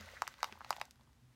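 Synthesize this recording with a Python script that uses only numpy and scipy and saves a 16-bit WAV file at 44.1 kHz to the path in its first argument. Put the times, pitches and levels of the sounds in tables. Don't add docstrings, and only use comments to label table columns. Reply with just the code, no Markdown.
import sys
import numpy as np
from scipy import signal
from scipy.fft import rfft, irfft
from scipy.io import wavfile
from scipy.ndimage import uniform_filter1d

SR = 44100
rng = np.random.default_rng(int(sys.argv[2]) if len(sys.argv) > 2 else 0)


def boost_factor(decibels):
    exponent = np.asarray(decibels, float) / 20
    return 10 ** exponent


def wav_out(sig):
    wavfile.write(sys.argv[1], SR, np.round(np.clip(np.atleast_2d(sig).T, -1, 1) * 32767).astype(np.int16))


N = 59535

# [f/Hz, level/dB per Hz]
AIR_COLOUR = [(30, -33), (55, 4.5), (130, -7), (250, -8), (400, -20), (900, -16), (7000, -26), (16000, -34)]
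# [f/Hz, width/Hz, level/dB]
HUM_TONES = [(56.6, 14, -73), (125, 7.4, -73), (237, 28, -77.5)]
# [t/s, level/dB]
RUB_STRENGTH = [(0, -57), (0.098, -58), (0.172, -58.5), (.21, -62), (.31, -61), (.36, -67.5), (.41, -61),
                (.47, -59), (.55, -64), (0.599, -69), (.7, -59.5), (.8, -64), (.86, -68.5), (.92, -82),
                (1.02, -77.5), (1.12, -99), (1.35, -81)]
# [f/Hz, level/dB per Hz]
RUSTLE_COLOUR = [(210, -40), (350, -12.5), (522, -12.5), (1220, -2.5), (1970, -9), (2350, -8.5),
                 (3450, -11), (13400, -26), (16000, -20.5)]
# [f/Hz, width/Hz, level/dB]
SHEET_RESONANCES = [(547, 140, -7.5), (900, 100, -15.5), (1500, 246, -5), (1950, 320, -3.5),
                    (2500, 1100, -9.5), (3570, 1400, -9.5), (4350, 2100, -8.5), (6160, 1500, -13)]
# [t/s, level/dB]
DESK_THUDS = [
    (.0, -49),
    (0.516, -55),
]
# [f/Hz, level/dB, time to fall 60 dB/s]
DESK_MODES = [(84, -4.5, 0.72), (208.4, -1.5, 0.16)]
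# [t/s, peak level/dB, pop f/Hz, crack level over pop/dB, crack f/Hz]
CREASE_SNAPS = [(0.2192, -19, 1108, -5, 4310), (0.2374, -40, 1260, -29, 4000),
                (.2685, -36, 2260, -29, 11000), (0.2762, -28, 1360, -0.5, 6000),
                (0.3389, -45.5, 1540, -0.5, 3600), (.4045, -45, 1700, -10, 2500),
                (0.429, -19, 1080, -1.5, 4070), (.4423, -25, 1260, 1.5, 3760), (.524, -34, 2600, 9, 2760),
                (0.606, -37.5, 1100, -13.5, 3000), (.6135, -37, 1190, -20, 3000),
                (0.6456, -35.5, 900, 9.5, 2800), (0.7051, -18.5, 994, -2.5, 4860),
                (0.727, -28, 940, 18, 2300), (.7641, -37.5, 880, 3.5, 3180), (.813, -25.5, 900, 4, 3360),
                (0.9086, -41.5, 1100, 35, 6000)]
# [t/s, peak level/dB, f/Hz]
DULL_POPS = [(0.01, -53.5, 540), (.017, -47, 1400), (0.046, -82, 1870), (.08, -52.5, 780),
             (.088, -43, 1950), (0.135, -51.5, 550), (.156, -51, 1900), (.167, -40.5, 1560),
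             (.171, -42, 1900), (.175, -46, 1540), (.183, -50, 1500), (0.382, -54, 1590), (.389, -52, 1070),
             (0.414, -54, 1740), (0.459, -66, 900), (0.486, -47.5, 1040), (.494, -49, 870),
             (.512, -52, 2440), (.524, -56, 380), (0.554, -50.5, 900), (0.5739, -49, 1030),
             (0.662, -51, 820), (.782, -45, 780), (0.788, -57, 740), (.8035, -47, 900), (.88, -59, 850),
             (.995, -63, 900), (1.01, -62.5, 900), (1.074, -61, 1060), (1.092, -63, 950)]
# [t/s, peak level/dB, f/Hz]
BRIGHT_TICKS = [(.0084, -40.5, 5560), (.0404, -70, 9700), (0.0585, -50, 9000), (.1144, -53, 11100),
                (0.1405, -50, 4400), (.1604, -67, 10000), (0.3402, -47, 3950), (0.381, -54, 4400),
                (0.4041, -50, 6800), (0.588, -54.5, 10900), (.6938, -48.5, 9100), (0.7596, -49, 11000),
                (0.77, -44.5, 6440), (0.798, -43, 5500), (0.802, -47, 2780), (0.8527, -46, 6500),
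                (.9567, -56.5, 3950), (1.0091, -56, 4000), (1.0331, -62, 5800), (1.13, -63.5, 5000)]
# [f/Hz, level/dB per Hz]
CRACK_COLOUR = [(1500, 13.5), (2500, 3), (4500, -2.5), (7000, -5.5), (10500, -15), (13000, -1.5),
                (16000, -15)]
# [f/Hz, level/dB, time to fall 60 dB/s]
SHEET_RING = [(610, -54, .06), (760, -55, .06), (860, -54, .07), (905, -51, .09), (1010, -53, .06),
              (1150, -54, .05), (1300, -50, .06), (1420, -54, .05), (1620, -54, .05), (2050, -54, .05)]
# [f/Hz, time to fall 60 dB/s]
ROOM_DECAY = [(500, .25), (1000, 0.11), (4000, 0.067), (14000, 0.29)]
# [f/Hz, level/dB]
ECHO_COLOUR = [(400, -2), (900, -9.5), (2000, -1), (6000, -2), (14000, -10.5)]

AIR_DB, ROOM_DB = -72.5, -21
GRAINS_PER_S, GRAIN_SPREAD_DB, HISS_GAIN, CLUMP_DB = 3000, 3.5, 0.9, 1.8
SNAP_WIDTH_OCT, POP_WIDTH_OCT, CRACK_WIDTH_OCT, TICK_WIDTH_OCT = 0.45, 0.24, 0.63, 0.26
POP_TRAVEL_MS, CRACK_TRAVEL_RATIO = 1.75, 0.3
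POP_SKIRT_DB, CRACK_SKIRT_DB, CRACK_REACH = -21.5, -5, 3.8
SCATTER_DB, SCATTER_S = -16, 0.0016
LEAD_S, LATE_S = 0.003, 0.001
PULSE_LENGTH = 1024


def rms_one(x):
    return x / np.sqrt(np.mean(x ** 2) + 1e-20)


def at_hz(points, hz):
    table_hz, value = np.transpose(points)
    return np.interp(np.log(hz + 1), np.log(table_hz), value)


def coloured(x, points):
    hz = np.fft.rfftfreq(len(x), 1 / SR)
    return irfft(rfft(x) * boost_factor(at_hz(points, hz)), len(x))


def resonate(x, hz, width_hz):
    r = np.exp(-np.pi * width_hz / SR)
    gain = (1 - r * r) / 2
    return signal.lfilter([gain, 0, -gain], [1, -2 * r * np.cos(2 * np.pi * hz / SR), r * r], x)


def air():
    hum = np.zeros(N)
    for hz, width_hz, db in HUM_TONES:
        tone = resonate(rng.standard_normal(N + SR), hz, width_hz)[SR:]
        hum += boost_factor(db) * rms_one(tone)
    return boost_factor(AIR_DB) * rms_one(coloured(rng.standard_normal(N), AIR_COLOUR)) + hum


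def friction_grains(clump_db):
    smooth = uniform_filter1d(rng.standard_normal(N), size=500)
    clumps = rms_one(uniform_filter1d(smooth, size=500))
    size_db = GRAIN_SPREAD_DB * np.minimum(rng.exponential(1, N), 4)
    sizes = boost_factor(size_db) * rng.choice([-1, 1], N)
    slips = rms_one(sizes * (rng.random(N) < GRAINS_PER_S / SR))
    return boost_factor(clump_db * clumps) * (slips + HISS_GAIN * rng.standard_normal(N))


def rustle():
    body = rms_one(coloured(friction_grains(CLUMP_DB / 2), RUSTLE_COLOUR))
    resonances = np.zeros(N)
    for hz, width_hz, db in SHEET_RESONANCES:
        once = resonate(friction_grains(CLUMP_DB), hz, width_hz)
        resonances += boost_factor(db) * rms_one(resonate(once, hz, width_hz))
    s, db = np.transpose(RUB_STRENGTH)
    return rms_one(body + resonances) * boost_factor(np.interp(np.arange(N) / SR, s, db))


def desk():
    out = np.zeros(N)
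    for s, db in DESK_THUDS:
        t = np.maximum(np.arange(N) / SR - s, 0)
        soft_start = 1 - np.exp(-t / 0.0025)
        for hz, mode_db, t60 in DESK_MODES:
            fade = boost_factor(db + mode_db - 60 * t / t60)
            out += fade * soft_start * np.sin(2 * np.pi * hz * t)
    return out


def travel(hz, ms):
    bending = 4 * np.pi * ms * 1e-3 * np.sqrt(1000 * hz)
    plain_delay = 2 * np.pi * hz * (LEAD_S - ms * 3e-4)
    return np.exp(-1j * (bending + plain_delay))


def bump(hz, centre_hz, width_oct):
    return np.exp(-0.5 * (np.log2(hz / centre_hz) / width_oct) ** 2)


def bending_wave(pop_hz, pop_oct, crack_db, crack_hz, crack_oct, scatter):
    hz = np.fft.rfftfreq(PULSE_LENGTH, 1 / SR) + 1
    pop_colour = bump(hz, pop_hz, pop_oct) + boost_factor(POP_SKIRT_DB) * bump(hz, pop_hz / 2, 0.87)
    pop = irfft(pop_colour * travel(hz, POP_TRAVEL_MS))

    skirt = boost_factor(CRACK_SKIRT_DB + at_hz(CRACK_COLOUR, hz))
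    skirt = skirt / (1 + (crack_hz / hz / 3.23) ** 4)
    skirt = skirt / (1 + (hz / crack_hz / CRACK_REACH) ** 6)
    crack_colour = bump(hz, crack_hz, crack_oct) + skirt
    crack = irfft(crack_colour * travel(hz, CRACK_TRAVEL_RATIO * POP_TRAVEL_MS))
    folds = boost_factor(SCATTER_DB) * scatter * np.exp(-np.arange(len(scatter)) / (SCATTER_S * SR))
    crack = crack + np.convolve(crack, folds)[:len(crack)]

    pulse = pop / np.abs(pop).max() + boost_factor(crack_db) * crack / np.abs(crack).max()
    return pulse / np.abs(pulse).max()


def sheet_ring(snaps):
    rings = np.zeros(N)
    for hz, db, t60 in SHEET_RING:
        r = boost_factor(-60 / (t60 * SR))
        w = 2 * np.pi * hz / SR
        rings += boost_factor(db) * signal.lfilter([0, np.sin(w)], [1, -2 * r * np.cos(w), r * r], snaps)
    return rings


def creases():
    rows = []
    for s, db, hz, crack_db, crack_hz in CREASE_SNAPS:
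        rows.append((s, db, hz, SNAP_WIDTH_OCT, crack_db, crack_hz, CRACK_WIDTH_OCT))
    for s, db, hz in DULL_POPS:
        rows.append((s, db, hz, POP_WIDTH_OCT, -28, 4000, CRACK_WIDTH_OCT))
    for s, db, hz in BRIGHT_TICKS:
        rows.append((s, db, 1200, SNAP_WIDTH_OCT, 20, hz, TICK_WIDTH_OCT))
    out = np.zeros(N + SR)
    for s, db, *shape in rows:
        start = int((s + LATE_S) * SR)
        pulse = bending_wave(*shape, rng.standard_normal(400))
        out[start:start + PULSE_LENGTH] += boost_factor(db) * pulse
    out = out[int(LEAD_S * SR):][:N] + 1e-18
    return out + sheet_ring(out)


def room(x):
    t = np.arange(SR // 2) / SR
    tail = np.zeros(len(t))
    edges = 300 * 2 ** np.arange(0, 6, 0.75)
    for low, high in zip(edges, np.append(edges[1:], 17000)):
        hz = np.sqrt(low * high)
        band_filter = signal.butter(2, [low, high], "band", fs=SR, output="sos")
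        band = signal.sosfilt(band_filter, rng.standard_normal(len(t)))
        tail += band * boost_factor(at_hz(ECHO_COLOUR, hz) - 60 * t / at_hz(ROOM_DECAY, hz))
    tail *= 1 - np.exp(-(t / 0.004) ** 2)
    return boost_factor(ROOM_DB) * 0.17 * signal.fftconvolve(x, tail)[:N]


def scene():
    snaps = creases()
    return (air() + rustle() + desk() + snaps + room(snaps))[None]


def band_limit(x):
    return signal.sosfilt(signal.butter(12, 16830, fs=SR, output="sos"), x)


def record(dry):
    bass_cut = signal.butter(4, 42, "high", fs=SR, output="sos")
    treble_cut = signal.cheby2(10, 60, 17100, fs=SR, output="sos")
    mix = signal.sosfilt(treble_cut, signal.sosfilt(bass_cut, dry))
    return band_limit(mix)


dry = scene()
out = record(dry)
wav_out(out)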